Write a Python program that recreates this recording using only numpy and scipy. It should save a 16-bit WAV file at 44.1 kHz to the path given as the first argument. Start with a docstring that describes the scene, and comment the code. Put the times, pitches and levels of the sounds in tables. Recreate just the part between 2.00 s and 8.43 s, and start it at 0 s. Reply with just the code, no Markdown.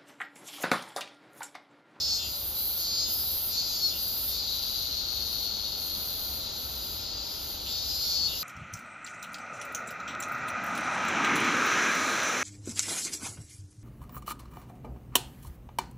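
"""Cicadas sing in the trees at the edge of fields, over a far chorus and a low rumble.
The nearest one swings between a ringing 4.5 kHz note and a thin 13 kHz sizzle, runs down in a long
rattling trill, then starts again. All along, neighbours join in with both voices.
Each song is a train of clicks that rings the insect's abdomen; echoes from leaves scatter the clicks.
The chorus and the open air are shaped noise."""
import sys
import numpy as np
from scipy import signal
from scipy.fft import rfft, irfft
from scipy.io import wavfile
from scipy.ndimage import uniform_filter1d

SR = 44100
rng = np.random.default_rng(int(sys.argv[2]) if len(sys.argv) > 2 else 0)


def transcribe(signal):
    """Save signal, clipped to [-1, 1], as a 16-bit WAV file at the path in sys.argv[1]."""
    frames = np.atleast_2d(signal).T
    limited = np.clip(frames, -1, 1)
    pcm = np.round(limited * 32767).astype(np.int16)
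    wavfile.write(sys.argv[1], SR, pcm)


N = 283563
TIME = np.arange(N) / SR
BINS = np.fft.rfftfreq(N, 1 / SR)

# The near cicada's click rate before jitter; it sags into the trill and picks up after it.
# Columns: time_s [s], rate [clicks per second]
NEAR_CLICK_RATE = [(0, 171.7), (.15, 172.6), (.3, 173.3), (.72, 172.2), (1.05, 172.4), (1.57, 171.2),
                   (1.75, 169), (1.85, 167.1), (1.95, 165.3), (2.29, 163.8), (2.37, 156.3), (2.46, 150),
                   (2.6, 144), (5.6, 169), (5.8, 169.8), (6.08, 173.1), (6.2, 174.3), (6.41, 175.8)]
# Tone colour of every sizzle. Columns: pitch_hz [Hz], relative level_db [dB]
SIZZLE_SPECTRUM = [(7000, -77), (8800, -33.5), (9600, -15.5), (10400, -15), (11200, -9), (12000, -6),
                   (12800, -3), (13600, -4), (15000, -0.5)]


def near_cicada():
    """One train of clicks rings the abdomen, rasps at the ends of notes, or sizzles when it is damped."""
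    clicks = tymbals(NEAR_CLICK_RATE, jitter=.0016, rough=.08, limp=.06, unevenness=.08)
    scattered = foliage(spread(clicks, lag=.0036), wet_db=-2, t60=.2, stir=1.8)
    notes = ringing_notes(scattered)
    low_voice = notes * gain_of(-1.96) + whistle(notes) * gain_of(0.5) + rasp(scattered) * pan(left_db=3.5)
    return low_voice + near_sizzle(clicks) * gain_of(2.5)


def ringing_notes(scattered):
    """Notes whose clicks ring the abdomen, stretched to other sharp modes for each note."""
    # Columns: start_s [s], end_s [s], level_db [dB, before the voice's gain],
    # swell_db [dB from start to end], fade [dB per s], left_minus_right_db [dB],
    # modes as (pitch_hz [Hz], boost_db [dB])
    note_table = [(-.02, 0.15, -27, 1.5, 221, 0.79, [(4310, 6.5), (4480, 2), (4830, 10), (5168, 14.5),
                  (5515, 9), (6550, 7), (7240, 9)]), (0.215, 0.3, -35, 0, 131, 1.8, [(4330, 4), (4800, 13),
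                  (6580, 8), (7100, 9)]), (0.84, 1.03, -28.5, 4.5, 100, 3.2, [(4140, 6.5), (4310, -0.5),
                  (4480, 8), (4830, 7), (5000, 0), (5170, 10), (6550, 11.5)]),
                  (1.564, 1.616, -29.5, 1.5, 200, 4.2, [(3940, 3), (4100, 5), (4440, 4), (4780, 8.5),
                  (4950, 6)]), (1.705, 1.77, -31, 2.5, 280, 3.9, [(4060, 9), (4400, 2), (4735, 10),
                  (4900, 5), (5240, 7), (6430, 10.5)]), (1.855, 1.899, -29, 1.5, 188, 3.55, [(4010, 4),
                  (4345, 8.5), (4845, 9), (5180, 11), (5515, 5), (6860, 9)]),
                  (2.335, 2.35, -34.5, -1, 200, 4.6, [(3680, 18), (4330, 7), (4700, 3), (5400, 10)]),
                  (2.412, 2.44, -33.5, -2.5, 200, 3.7, [(3980, 13), (4280, 11), (4600, 11), (4910, 18)]),
                  (2.51, 2.564, -35.5, -1, 130, 3.6, [(3900, 18), (4270, 10.5), (4450, 1), (4700, 7)]),
                  (5.737, 5.789, -32.5, 1, 198, 4.8, [(3730, 6), (4070, 3), (4410, 1.5), (4740, 4),
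                  (5080, 8.5)]), (5.879, 5.962, -32, 1.5, 200, 3.5, [(4110, 7), (4440, 1), (4790, 9),
                  (5300, 9), (5640, -4)]), (6.055, 6.121, -28.5, 0, 200, 4.1, [(4150, 3), (4330, 10.5),
                  (4850, 9), (5200, 7), (5540, 8)]), (6.185, 6.27, -27, 2.5, 328, 5.5, [(4360, 10.5),
                  (4535, 5), (4710, 6), (4885, 13), (5230, 4), (6100, 5)]),
                  (6.38, 6.45, -36.5, -1, 130, 3.5, [(4395, -1), (4900, 6), (5100, 9)])]
    # Columns: pitch_hz [Hz], relative level_db [dB]
    note_spectrum = [(1500, -77), (2300, -16), (3000, -21), (3600, -1.5), (4000, 3), (4400, 8.5),
                     (4900, 2.5), (5300, 1), (5700, -2), (6300, -3.5), (6900, -3), (7400, -5.5),
                     (8200, -63)]
    notes = 0
    for *note, fade, left_db, modes in note_table:
        body = abdomen(scattered, note_spectrum, modes)
        notes = notes + body * phrases([note], attack=0.105, fade=fade) * pan(left_db)
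    return notes


def whistle(notes):
    """The hollow abdomen tunes in to one overtone of the click rate, which swells to a whistle."""
    # Columns: middle_s [s], level_db [dB, before the whistle's gain], half_length_s [s]
    whistle_table = [(0.124, -37, 0.036), (1.007, -42, 0.042), (1.589, -32, 0.02), (1.855, -28, 0.021),
                     (6.226, -43, 0.034)]
    overtone_number = 26
    overtone = steadied(resonate(notes, overtone_number * curve(NEAR_CLICK_RATE), width=240))
    swells = sum(gain_of(db) * np.exp(-((TIME - middle) / half) ** 2) for middle, db, half in whistle_table)
    return overtone * swells


def rasp(scattered):
    """A lower rasp as a note opens or closes and the abdomen's resonance slides."""
    # Columns: start_s [s], end_s [s], level_db [dB, before panning], swell_db [dB],
    # from_hz [Hz], to_hz [Hz]
    rasp_table = [(.195, .255, -38.5, -2, 3670, 3300), (1.06, 1.11, -41, -8, 4200, 3414),
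                  (1.92, 1.96, -41.5, -4, 3690, 3110), (5.67, 5.72, -39, 2, 3335, 4020),
                  (6.285, 6.35, -37.5, -7, 3900, 3170)]
    # Columns: pitch_hz [Hz], relative level_db [dB]
    rasp_spectrum = [(2000, -48), (2550, -0.5), (2800, 3.5), (3300, -2), (3700, 6), (4100, -5), (4500, 2),
                     (5000, 11), (5700, 4), (7050, 27), (8000, -67)]
    body = abdomen(scattered, rasp_spectrum, modes=())
    slur = resonate(body, curve(glides(rasp_table)), width=1000)
    return steadied(slur) * phrases(rasp_table, attack=0.02, fade=220)


def near_sizzle(clicks):
    """Thin treble notes: the clicks with the abdomen damped."""
    # Columns: start_s [s], end_s [s], level_db [dB, before the sizzle's gain], swell_db [dB]
    sizzle_table = [(.32, .5, -31.5, 5), (.6, .81, -28, -1.5), (1.16, 1.49, -28, 0), (2.04, 2.29, -29, 2)]
    # one channel serves both sides
    sizzle = foliage(ring(clicks, SIZZLE_SPECTRUM), wet_db=8.5, t60=0.48)[:1]
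    return steadied(sizzle) * phrases(sizzle_table, attack=0.15, fade=95)


def trill():
    """The song runs down: the clicks slow and loosen into a rattle, and the abdomen's modes waver over it."""
    # Slowing, quickly at first. Columns: time_s [s], rate [clicks per second, before jitter]
    rate = [(2.46, 151.5), (2.6, 138.5), (2.75, 126.5), (3.35, 111.5), (4.25, 90.5), (5.65, 74)]
    # Fading away. Columns: time_s [s], level_db [dB, before flutter and the final gain]
    levels = [(2.6, -32.5), (2.9, -32.5), (3.55, -33), (4.2, -38), (4.5, -41), (4.95, -43.5), (5.63, -47)]
    # Losing the regular beat. Columns: time_s [s], looseness [0-1]
    looseness = [(2.45, .1), (2.7, .4), (3.0, .8), (5.6, 1)]
    # Sharp modes that sing on. Columns: pitch_hz [Hz, before wander], level_db [dB, before waver]
    mode_table = [(3900, -8), (4090, -8), (4330, -7), (4460, -7), (4720, -5), (4880, -5)]
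    # Columns: pitch_hz [Hz], relative level_db [dB]
    trill_spectrum = [(1200, -71), (2000, -52), (2700, -24.5), (3300, -14.5), (3900, -1.5), (4380, 2.5),
                      (4900, -5), (5400, -13), (5900, -13.5), (6500, -13), (7200, -32), (7700, -64),
                      (8400, -61)]
    wander, waver_db = .007, 4  # trembling of each mode: rms share of its pitch, rms dB of its strength

    loose = curve(looseness)
    clicks = tymbals(rate, jitter=.005 * loose, rough=.22 * loose, crackle=.36, limp=.1, unevenness=.26)
    body = ring(spread(clicks, lag=.001), trill_spectrum)
    tones = 0
    for hz, db in mode_table:
        pitch = hz * (1 + wander * drift(size=8000))
        strength = gain_of(db + waver_db * drift(size=5000))
        tones = tones + resonate(body, pitch, width=180) * strength
    rattle = foliage(body + tones, wet_db=1.5, t60=.13)
    flutter = gain_of(0.6 * drift(size=900))
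    level = gain_of(curve(levels)) * gate(levels[0][0], levels[-1][0], attack=0.33, fade=398)
    return rattle * flutter * level * gain_of(-1.5) * pan(left_db=6.5)


def neighbours():
    """Cicadas deeper in the trees: clicks ring or sizzle as in the near one, blurred by echoes."""
    # A neighbour's ringing notes. Columns: start_s [s], end_s [s], level_db [dB, before the final gain],
    # swell_db [dB], first_rate and last_rate [clicks per second, before jitter],
    # modes as (pitch_hz [Hz], boost_db [dB])
    note_table = [(0.354, 0.39, -45, -8, 193, 194, [(4054, -1), (4440, -5), (4820, -2)]),
                  (.58, 0.708, -43.5, -3, 201.8, 202, [(4043, 4), (4447, 10), (4845, 2)]),
                  (1.112, 1.221, -41.5, -1, 193.3, 192.8, [(4020, -4), (4830, 13), (5030, 4), (5210, 11)]),
                  (1.28, 1.353, -44, 1.5, 188.2, 186.6, [(3935, 2), (4312, 3), (4490, 9)]),
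                  (1.996, 2.224, -41.5, -4, 191.5, 193, [(4030, -4), (4420, 6), (4600, 2), (4790, 6)]),
                  (4.43, 4.579, -44, -5, 169.6, 169.2, [(3752, 16), (4091, 4), (4603, 4)]),
                  (4.797, 4.932, -46.5, -0.5, 191.6, 192.2, [(3830, 8.5), (4790, 10)]),
                  (4.999, 5.044, -48, 1, 195.6, 197.4, [(4530, 9), (5110, 19)]),
                  (5.085, 5.181, -42.5, 2, 198.8, 201, [(4390, 14.5), (4780, 15), (5200, 11)]),
                  (5.24, 5.38, -48, 0, 203.5, 204.4, [(4070, 3.5), (4900, 16), (5310, 20)]),
                  (5.55, 5.7, -47, 11, 207, 205, [(4110, 10), (4515, 10)])]
    # Sizzling notes from further back. Columns: as above, without modes
    far_table = [(0, .18, -43, 5, 204.5, 135), (.96, 1.04, -42, .3, 190, 195),
                 (1.73, 1.94, -35.5, 0.5, 170, 200), (2.57, 2.84, -36, 0, 155, 187),
                 (2.92, 2.98, -39.5, 0, 186.5, 157), (3.16, 3.44, -37.5, 2, 184, 150),
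                 (3.54, 3.72, -42, 3, 185, 170), (3.87, 4.37, -35, -0.5, 176, 187),
                 (4.64, 4.95, -37.5, 0.5, 172, 167), (5.34, 5.52, -39.5, 3.5, 180, 183),
                 (5.68, 5.77, -41, 0, 200, 210), (5.92, 6.1, -36.5, 1.5, 150, 177),
                 (6.35, 6.45, -36, 4, 200, 210)]
    # Columns: pitch_hz [Hz], relative level_db [dB]
    neighbour_spectrum = [(2000, -76.5), (3400, -14), (4000, 7), (4400, 0), (4800, 1), (5200, -1.5),
                          (5600, -9.5), (6700, -11.5), (7500, -10), (8400, -93)]

    clicks = tymbals(glides(note_table), jitter=.0012, rough=.06, limp=.06, unevenness=.06)
    scattered = foliage(spread(clicks), wet_db=-4, t60=.09)
    notes = 0
    for *note, modes in note_table:
        body = abdomen(scattered, neighbour_spectrum, modes)
        notes = notes + body * phrases([note], attack=0.053, fade=98)
    low_voice = notes * gain_of(2.6) * pan(left_db=5.5)

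    far_clicks = tymbals(glides(far_table), jitter=0.00308, rough=0.46)
    sizzle = foliage(ring(far_clicks, SIZZLE_SPECTRUM), wet_db=9.5, t60=0.2)[:1]
    lull = gain_of(-50)  # a faint sizzle lingers between the notes
    sizzling = np.hypot(phrases(far_table, attack=0.21, fade=90), lull)
    return low_voice + steadied(sizzle) * sizzling * gain_of(4.0)


def far_chorus():
    """Countless distant cicadas merge into a gently swelling hiss, made of shaped noise."""
    # Columns: time_s [s], level_db [dB, before panning]
    levels = [(0, -40.5), (.5, -42), (1.3, -40.5), (3, -40), (4.8, -41), (5.3, -40), (5.9, -40),
              (6.4, -38.5)]
    # Columns: pitch_hz [Hz], relative level_db [dB]
    chorus_spectrum = [(1200, -44), (1800, -22), (2400, -16), (3000, -7), (3600, -2.5), (4200, 2),
                       (4800, 1.5), (5600, -9), (6600, -5), (7400, -12.5), (8300, -100)]
    return wash(chorus_spectrum, likeness=0.72) * gain_of(curve(levels)) * pan(left_db=2.0)


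def open_air():
    """A low rumble and the soft roar of the distance: shaped noise that grows slightly, then eases."""
    # Columns: pitch_hz [Hz], relative level_db [dB]
    air_spectrum = [(10, -36), (25, -5), (35, -8.5), (50, -0.5), (65, 2.5), (85, -2), (130, -9.5),
                    (400, -12.5), (600, -11), (900, -13), (1100, -18.5), (1380, -13), (1700, -26.5),
                    (2500, -28), (6000, -65)]
    # How alike the channels are. Columns: pitch_hz [Hz], likeness [share, held to at most 1 in wash]
    likeness = [(50, 2.5), (120, 0.64), (300, 1), (700, 0.22), (1400, 1.3), (3000, 6)]
    # Columns: pitch_hz [Hz], left_minus_right_db [dB]
    balance = [(50, 1.5), (150, 1), (350, 2.5), (700, -3), (1400, -5), (2000, -0.5)]
    sides = np.array([[1], [-1]])
    air = rfft(wash(air_spectrum, read(likeness))) * gain_of(sides * read(balance) / 2)
    level_db = curve([(0, -46.5), (3, -46), (4.3, -45), (6.4, -45.5)])
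    return irfft(air, N) * gain_of(level_db)


def tymbals(rate, jitter, rough, crackle=0.19, limp=0.24, unevenness=0.11):
    """Two tymbals buckle in turn, one a little harder; their ribs crackle for a share of each cycle."""
    turns = np.cumsum(curve(rate) * (1 + jitter * drift(size=200))) / SR
    count = np.arange(1, int(turns[-1]))
    at = np.interp(count, turns, np.arange(N))[:, None]
    force = 1 + limp * (-1) ** count + unevenness * rng.standard_normal(len(count))
    # a short windowed sinc places each click between samples
    near = at.astype(int) + np.arange(-8, 9)
    pulse = np.sinc(near - at) * np.sinc((near - at) / 9)
    clicks = np.zeros(N)
    np.add.at(clicks, np.clip(near, 0, N - 1), force[:, None] * pulse)
    ribs = np.exp(-(turns % 1) / crackle) * rng.standard_normal(N)
    rough = np.clip(rough, 0, 1)
    return (1 - rough) * evened(clicks) + rough * evened(ribs)


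def spread(clicks, lag=0.0034, span_hz=1000, centre_hz=4600):
    """The ribs buckle one after another, high ones first: clicks are drawn out by lag seconds per span."""
    phase = np.pi * lag * (BINS - centre_hz) ** 2 / span_hz
    return irfft(rfft(clicks) * np.exp(1j * phase), N)


def abdomen(clicks, colour, modes):
    """A broad ring with the sharp modes of one posture on top, in both channels."""
    return steadied(np.array([ring(side, colour, modes) for side in clicks]))


def ring(x, colour, modes=(), width_hz=106, size=4096):
    """Causal filter: each click rings on with the given spectrum, raised at the sharp modes."""
    hz = abs(np.fft.fftfreq(size, 1 / SR))
    peaks = sum(db * np.exp(-((hz - centre) / width_hz) ** 2) for centre, db in modes)
    log_gain = np.log(gain_of(np.maximum(read(colour, hz) + peaks, -100)))
    # minimum phase: the ring starts at once and only follows the click
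    response = np.fft.ifft(np.exp(np.conj(signal.hilbert(log_gain)))).real
    return signal.oaconvolve(x, response[:size // 2])[:N]


def resonate(x, hz, width):
    """A resonance of gain 1, width in Hz, that follows the curve hz."""
    turn = np.exp(2j * np.pi * np.cumsum(hz) / SR)
    r = np.exp(-np.pi * width / SR)
    # shift the moving pitch down to zero, smooth there, and shift back
    smooth = signal.lfilter([(1 - r) ** 2], [1, -2 * r, r * r], x / turn)
    return 2 * (turn * smooth).real


def foliage(x, wet_db, t60, stir=0.426, count=700):
    """Direct sound plus echoes from leaves and branches, which shift as they stir (cycles per second)."""
    # about 2000 echoes per second, falling by 60 dB in t60 seconds
    at = (np.arange(count) + 2 + rng.random((4, count))) * SR / 2000
    strength = rng.choice([-1, 1], at.shape) * gain_of(-60 * at / SR / t60)
    taps = np.zeros((4, SR // 2))
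    np.put_along_axis(taps, at.astype(int), strength, 1)
    echoes = signal.oaconvolve(x[None], taps / np.linalg.norm(taps[0]), axes=1)[:, :N]
    # each channel turns between two sets of echoes
    turn = 2 * np.pi * stir * TIME
    moving = np.cos(turn) * echoes[:2] + np.sin(turn) * echoes[2:]
    return steadied(x + gain_of(wet_db) * moving)


def wash(colour, likeness):
    """Steady noise from all around, partly alike in the two channels."""
    a, b = rfft(rng.standard_normal((2, N)))
    same = np.clip(likeness, -1, 1)
    pair = np.array([a, same * a + np.sqrt(1 - same ** 2) * b])
    return evened(irfft(pair * gain_of(read(colour)), N))


def phrases(notes, attack, fade):
    """Gain over time of a run of notes: each rises, swells evenly while it is held, and fades."""
    gains = []
    for start, end, db, swell_db, *_ in notes:
        swell = swell_db * np.interp(TIME, [start, end], [-.5, .5])
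        gains.append(gate(start, end, attack, fade) * gain_of(db + swell))
    return np.max(gains, axis=0)


def gate(start, end, attack, fade):
    """A smooth rise over attack seconds up to start, a hold, and from end a fade in dB per second."""
    rise = np.clip(1 + (TIME - start) / attack, 0, 1)
    return np.sin(np.pi / 2 * rise) ** 2 * gain_of(-fade * np.maximum(TIME - end, 0))


def glides(notes):
    """Click rate or resonance over a run of notes: each slides from its first value to its last."""
    points = []
    for start, end, _, _, first, last, *_ in notes:
        points += [(start, first), (end, last)]
    return points


def curve(rows):
    """A time table, joined by straight lines."""
    return np.interp(TIME, *np.transpose(rows))


def read(points, hz=BINS):
    """A spectrum table, joined on a log-frequency axis."""
    f, value = np.transpose(points)
    return np.interp(np.log(hz + 1), np.log(f + 1), value)


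def drift(size):
    """Slow chance of rms 1, smooth over size samples."""
    return evened(uniform_filter1d(uniform_filter1d(rng.standard_normal(N), size), size))


def gain_of(db):
    """Decibels to gain."""
    return 10 ** (np.asarray(db) / 20)


def pan(left_db):
    """Gains of the two channels, left_db apart."""
    return gain_of(np.array([[left_db], [-left_db]]) / 2)


def evened(x):
    """Scales to rms 1."""
    return x / np.sqrt(np.mean(x ** 2) + 1e-20)


def steadied(x, size=2200):
    """Holds the running rms, shared by all channels and smoothed over size samples, at 1."""
    power = uniform_filter1d(uniform_filter1d((x ** 2).mean(0), size), size)
    return x / np.sqrt(abs(power) + 1e-20)


def scene():
    """All the singers over the open air."""
    return near_cicada() + trill() + neighbours() + far_chorus() + open_air()


def record(dry):
    """The two microphone ports differ in phase; then a low-pass limits the band."""
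    # Columns: pitch_hz [Hz], left_lead [radians]
    port_phase = [(60, 0), (250, -.3), (500, -1.1), (1500, -1.7), (1900, 0), (2400, 0), (2800, .8),
                  (4000, .4), (4700, .7), (5500, -.6), (7000, -1.6), (7700, -3), (9200, -3.3),
                  (10000, -4.7), (11200, -6.28), (12200, -6.28), (15300, -9.3)]
    sides = np.array([[1], [-1]])
    ports = irfft(rfft(dry) * np.exp(1j * sides * read(port_phase) / 2), N)
    edge_hz = 15300
    low_pass = signal.firwin(511, edge_hz, window=("kaiser", 9), fs=SR)
    return signal.oaconvolve(ports, low_pass[None], "same")


dry = scene()
out = record(dry)
transcribe(out)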